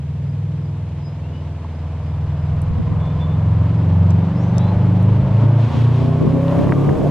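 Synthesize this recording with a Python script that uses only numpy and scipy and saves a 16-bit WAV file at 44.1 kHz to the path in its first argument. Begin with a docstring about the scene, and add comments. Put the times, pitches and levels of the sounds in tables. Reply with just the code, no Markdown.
"""A turbocharged flat-four car pulls up a quiet street in one gear and passes close by.
At first its uneven exhaust pulses throb from behind a crest, while birds and an insect call in gardens.
From 2.7 s gusts buffet the microphone; the revs climb, and the exhaust and tyre roar grow.
Near 5.8 s the turbo draws air. From 6.3 s the car draws level: tyres flick grit, the tailpipe growls."""
import sys
import numpy as np
from scipy import signal
from scipy.fft import rfft, irfft
from scipy.io import wavfile
from scipy.ndimage import uniform_filter1d

SR = 44100
rng = np.random.default_rng(int(sys.argv[2]) if len(sys.argv) > 2 else 0)


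def generate_wav(signal):
    """Clip the signal to [-1, 1] and save it as 16-bit WAV at the path in sys.argv[1]."""
    frames = np.transpose(np.atleast_2d(signal))
    scaled = np.clip(frames, -1, 1) * 32767
    pcm = np.round(scaled).astype(np.int16)
    wavfile.write(sys.argv[1], SR, pcm)


N = 313462
TIME, FREQS = np.arange(N) / SR, np.fft.rfftfreq(N, 1 / SR)

# left-right likeness of car noise and wind rumble: freq_hz, correlation
LIKENESS = [(150, 1), (500, 0.99), (1200, 0.98), (4000, 0.67), (9000, 1), (14000, .3)]


def exhaust(start_cycles=.254, jitter_cycles=.002, overtone_db=-13.5, rasp_db=-4):
    """Engine orders and gas noise that puffs on each of four firings a cycle, growing as the car nears."""
    # engine speed as heard: time_s, cycle_hz
    engine = [(0, 19.894), (.7, 20.432), (1.3, 20.538), (2.2, 20.515), (2.8, 20.942), (3.3, 21.572),
              (3.9, 22.598), (4.5, 23.928), (5, 25.577), (5.5, 27.516), (6, 29.962), (6.5, 32.962),
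              (7.11, 37.26)]
    # gas noise: freq_hz, density_db
    rasp_spectrum = [(120, -25.5), (200, 3.5), (270, 5), (350, -6.5), (470, -1.5), (580, -6.5),
                     (700, -13.5), (1000, -18), (1500, -24.5), (4000, -55)]
    cycle_hz = curves(engine)[0]
    angle = 2 * np.pi * (start_cycles + np.cumsum(cycle_hz) / SR + jitter_cycles * wander(33))
    near = rise(5.62, .068)
    tones = overtones(angle, near)
    chug = 1 + blend(.15, .5, near) * np.cos(angle) + .3 * np.cos(4 * angle)
    rasp = noise(rasp_spectrum, LIKENESS) * unit(chug)
    bark = amp(overtone_db) * tones + amp(rasp_db) * rasp + resonances(angle, cycle_hz)
    bark_db = crest_db(-29, hidden_db=12.5, at_s=3.21, over_s=1.33) + 2 * rise(6.06, .15)
    return boom(angle, near) + amp(bark_db) * bark + growl(angle)


def boom(angle, near, fading_db=1.2):
    """The firing note and the strong orders that beat against it, locked to the crank: a regular throb."""
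    # strong orders: time_s, firing_db, lower_burble_db, upper_burble_db
    levels = [(0, -28, -32, -25.5), (.45, -35, -25, -24), (.95, -28.5, -30, -29.5), (1.65, -28, -32.5, -34),
              (2.5, -23, -25.5, -24), (3.2, -23.5, -21.5, -22), (3.58, -16, -15.5, -21),
              (4.05, -12.5, -20, -19.5), (4.6, -17.5, -17.5, -19.5), (5.05, -13.5, -19.5, -19.5),
              (5.5, -13.5, -18, -29), (5.85, -12.5, -19.5, -33), (6.15, -19.5, -17.5, -28.5),
              (6.6, -21.5, -21, -26.5), (6.9, -16, -25.5, -34)]
    # burble weights: order, far_db, near_db
    burble = [(3, -21.5, -6.5), (5, 0.5, -0.5), (7, 0, -13), (8, -5.5, 1.5), (9, -17, -5.5)]
    firing_db, lower_db, upper_db = curves(levels)
    out = amp(firing_db - dip_db(4)) * np.cos(4 * angle)
    # the path spreads the orders in time until the direct sound takes over
    spread_rad = 2 * np.pi * blend(.042, -.01, rise(4.7, .8))
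    for k, far_db, near_db in burble:
        echo_rad = blend(.2, .12, near) * wander(3)
        lag_rad = spread_rad * (k - 4.3) ** 2 + np.pi / 2 * (k < 4) + echo_rad
        level_db = (lower_db if k < 6 else upper_db) + fading_db * wander(4)
        out += amp(level_db + blend(far_db, near_db, near) - dip_db(k)) * np.cos(k * angle - lag_rad)
    uneven_db = blend(.5, .8, near) * wander(17)
    return np.sqrt(2) * out * amp(uneven_db)


def dip_db(k):
    """Brief drops in the level of order k."""
    # dips: centre_s, order, half_length_s, depth_db
    dips = [(1.098, 4, .07, 9), (1.793, 5, 0.12, 10), (3.263, 5, 0.066, 12), (3.766, 4, 0.11, 8),
            (4.297, 5, 0.062, 8), (4.357, 4, 0.15, 10), (4.716, 5, 0.063, 8), (5.103, 8, 0.26, 18.5),
            (5.25, 4, 0.042, 16.5), (5.66, 5, 0.046, 3.5), (5.727, 4, 0.039, 20), (6.976, 4, 0.033, 17),
            (7.048, 5, 0.15, 7)]
    return sum(depth_db * bump(s, half_s) for s, order, half_s, depth_db in dips if order == k)


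def overtones(angle, near, smear_cycles=.01716, scatter=.35):
    """Weaker orders arrive both directly and scattered off the street, so they flutter."""
    # weighting by the unequal headers: order, far_db, near_db
    orders = [(6, 0, 0), (10, -1, -3), (11, 4, -4), (12, 4.5, -1), (13, 0, 0), (14, -7, -7), (15, -2, -5),
              (16, 0, -5), (17, -6, -11), (18, -9, -4), (19, -3, -5), (20, -5, -6), (21, -3, -5),
              (22, -7, -7), (23, -2, -13), (24, -3, -14), (25, -8, -15), (26, -8, -10), (28, -7, -12),
              (29, -11, -13), (33, -7, -16)]
    out = 0
    for k, far_db, near_db in orders:
        phase = k * angle - np.pi * smear_cycles * (k - 3) ** 2  # treble leaves the pipe last
        flutter = 1 + scatter * wander(4)
        echo_rad = blend(1.3, .5, near) * wander(2)
        out += blend(amp(far_db), amp(near_db), near) * flutter * np.cos(phase + echo_rad)
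    return np.sqrt(2) * out


def resonances(angle, cycle_hz):
    """Single orders sing out as the revs sweep them through resonances of the car."""
    # resonances: order, centre_hz, half_width_ratio, level_db
    modes = [(33, 686, .02, -13), (28, 630, .016, -13), (33, 744, .014, -15), (12, 292, .07, -13),
             (21, 567, .035, -7), (33, 895, .03, -17), (22, 672, .03, -9), (13, 390, .035, -8),
             (17, 562, .04, 2), (23, 488, .03, -6), (16, 326, .02, -11), (26, 850, .04, -19),
             (28, 938, .025, -17), (21, 700, .016, -12), (34, 1195, .025, -13), (17, 622, .025, -7),
             (13, 474, .025, -5.5)]
    out = 0
    for k, hz, width, db in modes:
        in_tune = np.exp(-((k * cycle_hz / hz - 1) / width) ** 2)
        out += amp(db + wander(28)) * in_tune * np.cos(k * angle)
    return np.sqrt(2) * out


def growl(angle, ragged=.55):
    """Each firing throws a ragged puff that rings the tailpipe, strongest once a cycle."""
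    # pipe response: freq_hz, gain_db
    tailpipe = [(250, -56), (430, 1), (540, 1), (640, 10.5), (760, -4), (900, -17), (1500, -31),
                (4000, -47)]
    # growls: centre_s, half_length_s, level_db
    growls = [(6.62, .07, -31), (7.055, .07, -24)]
    puffs = ((1 + np.cos(4 * angle)) / 2) ** 8 * (1 + .5 * np.cos(angle))
    gas = unit(uniform_filter1d(rng.standard_normal(N), size=20))
    ring = irfft(rfft(puffs * (1 + ragged * gas)) * amp(at_hz(tailpipe, FREQS)), N)
    return unit(ring) * swells(growls)


def rolling():
    """Tread roar on coarse asphalt, air rushing round the car and, up close, a fine spray of grit."""
    # roar, rush and spray: freq_hz, density_db
    roar_spectrum = [(300, -30), (600, 1.5), (800, -2), (960, 0), (1150, -5.5), (1290, -9.5), (1500, -12),
                     (2000, -19.5), (3500, -32.5), (8000, -61)]
    rush_spectrum = [(800, -17.5), (1500, 1), (2200, 2), (3100, -0.5), (4000, -6), (5000, -12),
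                     (6000, -16.5), (8000, -23), (12000, -53.5)]
    spray_spectrum = [(2500, -15.5), (5000, -1), (7000, -2.5), (9000, -8), (13000, -7.5), (15000, -26.5)]
    # coarse asphalt: centre_s, half_length_s, boost_db
    patches = [(4.648, 0.13, 2), (5.423, 0.035, 4.5), (5.726, 0.11, 2.5), (6.569, 0.078, 6),
               (6.89, 0.043, 1.5)]
    coarse_db = sum(db * bump(s, half_s) for s, half_s, db in patches)
    roar_db = crest_db(-35.5, hidden_db=15.5, at_s=2, over_s=1.5) + coarse_db
    rush_db = crest_db(-46, hidden_db=11, at_s=2.5, over_s=3) + .58 * coarse_db
    spray_db = crest_db(-55, hidden_db=43, at_s=5.5, over_s=.95) + .6 * coarse_db
    roar = noise(roar_spectrum, LIKENESS) * amp(roar_db + .9 * wander(49))
    rush = noise(rush_spectrum, LIKENESS) * amp(rush_db + wander(41))
    spray = noise(spray_spectrum, LIKENESS) * amp(spray_db + wander(80))
    return roar + rush + spray


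def grooves():
    """Air pumped through the tread rings in narrow bands that change with the stretch of road."""
    # groove tones: centre_s, half_length_s, pitch_hz, half_width_hz, level_db
    bands = [(1.504, 0.79, 878, 40, -54.5), (3.006, 0.47, 1033, 21.8, -46.5), (4.716, 0.21, 858, 22, -40),
             (5.752, 0.13, 1110, 40, -42), (6.455, 0.73, 1093, 50.3, -41.5)]
    out = 0
    for s, half_s, hz, width_hz, db in bands:
        phase = 2 * np.pi * hz * TIME
        band = wander(width_hz) * np.cos(phase) + wander(width_hz) * np.sin(phase)
        out += amp(db) * bump(s, half_s) * band
    return out


def turbo():
    """Short whooshes of intake air as the boost comes on."""
    # intake swells: centre_s, half_length_s, level_db
    whooshes = [(5.626, 0.058, -49), (5.775, 0.098, -42), (6.013, 0.099, -45.5)]
    # intake noise: freq_hz, density_db
    spectrum = [(1200, -14), (2300, -3), (3100, -1.5), (4200, -8), (6000, -16.5), (8000, -24.5),
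                (14000, -38)]
    return swells(whooshes) * noise(spectrum, LIKENESS)


def knocks(ring_db=-24, detune=.045):
    """Grit and tar seams snap under a tyre and ring it, never quite at the same pitch."""
    # impacts: start_s, peak_db, low_hz, high_hz
    grit = [(1.644, -28.5, 850, 1100), (6.368, -19, 350, 800), (6.482, -26, 1200, 3800),
            (6.497, -25, 900, 1300), (6.515, -27, 900, 3000), (6.591, -25, 800, 2400),
            (6.671, -18, 500, 1200), (6.693, -22, 600, 2300), (6.7226, -9, 150, 2100),
            (6.7258, -19, 400, 2200), (6.886, -19, 350, 900), (6.892, -18, 450, 1900),
            (6.899, -21, 450, 1400)]
    # tyre modes: pitch_hz, level_db, t60_s
    modes = [(620, 0, .025), (970, 3, 0.032), (1510, -17, .022), (2140, -30, .04), (2620, -5, .02),
             (3000, -12, 0.046)]
    out, t = snaps(grit, decay_s=.0016, crumble=.064, order=5), np.arange(4096) / SR
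    for s, db, _, _ in grit:
        shift = 1 + detune * rng.uniform(-1, 1)
        ring = sum(amp(mode_db - 60 * t / t60_s) * np.sin(2 * np.pi * hz * shift * t)
                   for hz, mode_db, t60_s in modes)
        add(out, s, amp(db + ring_db) * ring)
    return out


def wind(eddy_db=1, push_db=-12, swell_db=3, lumps_db=1.2):
    """Breeze and gusts on the microphone: eddies over a slow pressure that both ports share."""
    # breeze: time_s, eddies_db, pressure_db
    breeze = [(0, -83, -57), (1.2, -92, -48), (2.3, -67.5, -33.5), (2.75, -42, -23), (3.7, -54.5, -40),
              (5.35, -39, -24), (5.7, -44.5, -44.5), (6.3, -34, -34), (7.11, -41, -36)]
    # gusts: centre_s, half_length_s, level_db
    gust_times = [(2.711, .02, -29), (2.795, 0.021, -19.5), (2.923, 0.035, -26), (3.357, 0.032, -39),
                  (4.15, 0.039, -38), (4.873, 0.052, -36.5), (5.443, 0.011, -21), (5.77, 0.052, -25.5),
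                  (5.906, 0.015, -30), (6.053, 0.049, -26.5), (6.246, 0.039, -19), (6.358, 0.04, -23.5),
                  (6.64, 0.097, -19.5), (6.947, 0.16, -18)]
    # slow pressure: freq_hz, density_db
    pressure_spectrum = [(8, -13), (25, -7.5), (50, -7), (80, 3.5), (140, -7), (400, -48.5), (2000, -91)]
    buffet = eddies()
    breeze_db, pressure_db = curves(breeze) + swell_db * wander(29)
    gusts = swells(gust_times)
    rumble = noise(pressure_spectrum, LIKENESS) * (amp(pressure_db) + amp(push_db) * gusts)
    lumps = unit(amp(lumps_db * wander(35)))
    return rumble + amp(eddy_db) * buffet * lumps * (amp(breeze_db) + gusts)


def eddies(calm_hz=210, wake_hz=480, swing_s=6.18):
    """Eddies strike the two ports out of step, finer as the microphone swings into the car's wake."""
    # buffeting before the low-pass: freq_hz, density_db
    spectrum = [(15, -40), (45, -18), (85, -4), (170, 0), (400, -1), (2000, -5)]
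    turbulence = noise(spectrum, likeness=[(20, .49), (200, -.033), (2000, -.43)])
    hz, t, frames = signal.stft(turbulence, SR, nperseg=1024)
    corner_hz = blend(calm_hz, wake_hz, (1 + np.tanh((t - swing_s) / 1.4)) / 2)
    lowpass = 1 / np.sqrt(1 + (hz[:, None] / corner_hz) ** 7)
    lowpass /= np.linalg.norm(lowpass * amp(at_hz(spectrum, hz))[:, None], axis=0)  # constant power
    return unit(signal.istft(frames * lowpass, SR, nperseg=1024)[1][:, :N])


def ticks(ring_db=-16, ring_t60_s=.03):
    """Thin snaps near the microphone, each with a brief ring."""
    # ticks: start_s, level_db, low_hz, high_hz, ring_hz
    hits = [(2.618, -30.5, 6660, 11000, 8100), (4.106, -30, 5200, 7600, 6300),
            (4.582, -20, 4480, 7400, 5560), (5.029, -35, 5040, 14000, 9000)]
    out = snaps([row[:4] for row in hits], decay_s=.0007, crumble=.91, order=2)
    t = np.arange(4096) / SR
    for s, db, _, _, hz in hits:
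        ring = np.sin(2 * np.pi * (hz * t + rng.random()))
        add(out, s, amp(db + ring_db - 60 * t / ring_t60_s) * ring)
    return out


def birds(flutter_db=2):
    """Whistles, mostly rising, that level off; some pure, some buzzy."""
    # notes: start_s, length_s, start_hz, end_hz, level_db, buzz_ratio
    notes = [(.98, .23, 4990, 5050, -64, .002), (1.02, .085, 4980, 5040, -54.5, .002),
             (1.225, .09, 2650, 2850, -55, .002), (1.31, .13, 2890, 2980, -53, .002),
             (2.99, .16, 3490, 3510, -51.5, .022), (3.195, .08, 3490, 3485, -43.5, .006),
             (3.275, .085, 3450, 3545, -52, .006), (4.32, .24, 4300, 6350, -60.5, .012),
             (4.36, .14, 6200, 6700, -69, .007), (4.36, .16, 7150, 7200, -69, .005),
             (4.53, .23, 3450, 4120, -51.5, .005), (4.56, .15, 3280, 3500, -54, .007)]
    out = np.zeros(N)
    for s, length_s, start_hz, end_hz, db, buzz in notes:
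        n = int(length_s * SR)
        progress = np.linspace(0, 1, n)
        glide_hz = end_hz + (start_hz - end_hz) * (1 - progress) ** 2
        hz = glide_hz * (1 + buzz * wander(110)[:n])
        swell = np.sin(np.pi * progress ** .83) * amp(db + flutter_db * wander(28)[:n])
        add(out, s, np.sqrt(2) * swell * np.sin(2 * np.pi * np.cumsum(hz) / SR))
    return out


def insect(level_db=-66, pitch_hz=4960, half_s=.053, trill_hz=30):
    """Short trills on one fuzzy pitch."""
    # chirps: centre_s
    chirps = [.3, .66, 1.38, 1.76, 2.08, 2.43, 2.83, 3.17, 3.78, 4.1, 4.482, 4.829, 5.35]
    tone = np.sin(2 * np.pi * np.cumsum(pitch_hz * (1 + .0087 * wander(75))) / SR)
    trills = sum(bump(s, half_s) * (1 + np.cos(2 * np.pi * trill_hz * (TIME - s))) for s in chirps)
    return amp(level_db) * tone * trills


def street(level_db=-61):
    """The steady hush of the street."""
    # hush: freq_hz, density_db
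    spectrum = [(30, 5.5), (150, 1.5), (600, 3.5), (1500, -3), (3000, 4.5), (5000, 6.5), (8000, 1.5),
                (11000, -5), (14500, -45.5)]
    # left-right likeness: freq_hz, correlation
    likeness = [(200, 0.89), (1200, .6), (3000, -0.76), (7000, -0.74), (14000, -0.67)]
    return amp(level_db) * noise(spectrum, likeness)


def snaps(rows, decay_s, crumble, order):
    """Sharp impacts with a short crumbling tail, each in its own band."""
    out, t = np.zeros(N), np.arange(4096) / SR
    for s, db, low_hz, high_hz in rows:
        band = signal.butter(order, [low_hz, high_hz], "band", fs=SR, output="sos")
        tail = crumble * rng.standard_normal(len(t)) * np.exp(-t / decay_s)
        snap = signal.sosfilt(band, (t == 0) + tail)
        add(out, s, amp(db) * snap / abs(snap).max())
    return out


def noise(spectrum, likeness):
    """Coloured noise of rms 1 on two partly alike channels."""
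    a, b = rfft(rng.standard_normal((2, N)))
    correlation = at_hz(likeness, FREQS)
    mid, side = a * np.sqrt(1 + correlation), b * np.sqrt(1 - correlation)
    return unit(irfft(np.array([mid + side, mid - side]) * amp(at_hz(spectrum, FREQS)), N))


def wander(rate_hz):
    """Random drift of rms 1, up to about rate_hz."""
    hz = np.fft.rfftfreq(2048, 1 / 256)
    slow = irfft(rfft(rng.standard_normal(2048)) / (1 + (hz / rate_hz) ** 4))
    return np.interp(TIME * 256, np.arange(2048), unit(slow))


def crest_db(close_db, hidden_db, at_s, over_s):
    """Level of a sound coming out from behind the crest."""
    return close_db - hidden_db * (1 - rise(at_s, over_s))


def rise(at_s, over_s):
    """Smooth step from 0 to 1, halfway at at_s."""
    return (1 + np.tanh((TIME - at_s) / over_s)) / 2


def bump(s, half_s):
    """Bell curve of height 1."""
    return np.exp(-((TIME - s) / half_s) ** 2)


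def swells(rows):
    """Gain from a sum of bell curves."""
    return sum(amp(db) * bump(s, half_s) for s, half_s, db in rows)


def blend(a, b, share):
    """Crossfade from a to b."""
    return a * (1 - share) + b * share


def curves(rows):
    """Each column of a timed table at every sample."""
    s, *columns = np.transpose(rows)
    return [np.interp(TIME, s, column) for column in columns]


def at_hz(points, hz):
    """A table interpolated over log frequency."""
    points_hz, values = np.transpose(points)
    return np.interp(np.log(hz + 1), np.log(points_hz), values)


def amp(db):
    """Decibels to gain."""
    return 10 ** (np.asarray(db) / 20)


def unit(x):
    """Scales to rms 1."""
    return x / np.sqrt(np.mean(x ** 2) + 1e-20)


def add(mix, start_s, sound):
    """Mixes a sound in at start_s."""
    part = mix[round(start_s * SR):][:len(sound)]
    part += sound[:len(part)]


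def scene(ticks_db=1):
    """The car ahead, gardens to the left, ticks and wind at the microphone, the street all round."""
    car = exhaust() + rolling() + grooves() + turbo() + knocks()
    # close ticks reach each port differently, partly in opposite phase
    ports = amp(ticks_db) * np.array([ticks(), ticks()])
    close_ticks = ports - .31 * ports[::-1]
    gardens = np.array([[1.3], [.7]]) * (birds() + insect())
    return car + wind() + close_ticks + gardens + street()


def record(dry):
    """The microphone's band limit."""
    lowpass = signal.firwin(255, 14800, window=("kaiser", 8), fs=SR)
    return signal.oaconvolve(dry, lowpass[None], "same")


dry = scene()
out = record(dry)
generate_wav(out)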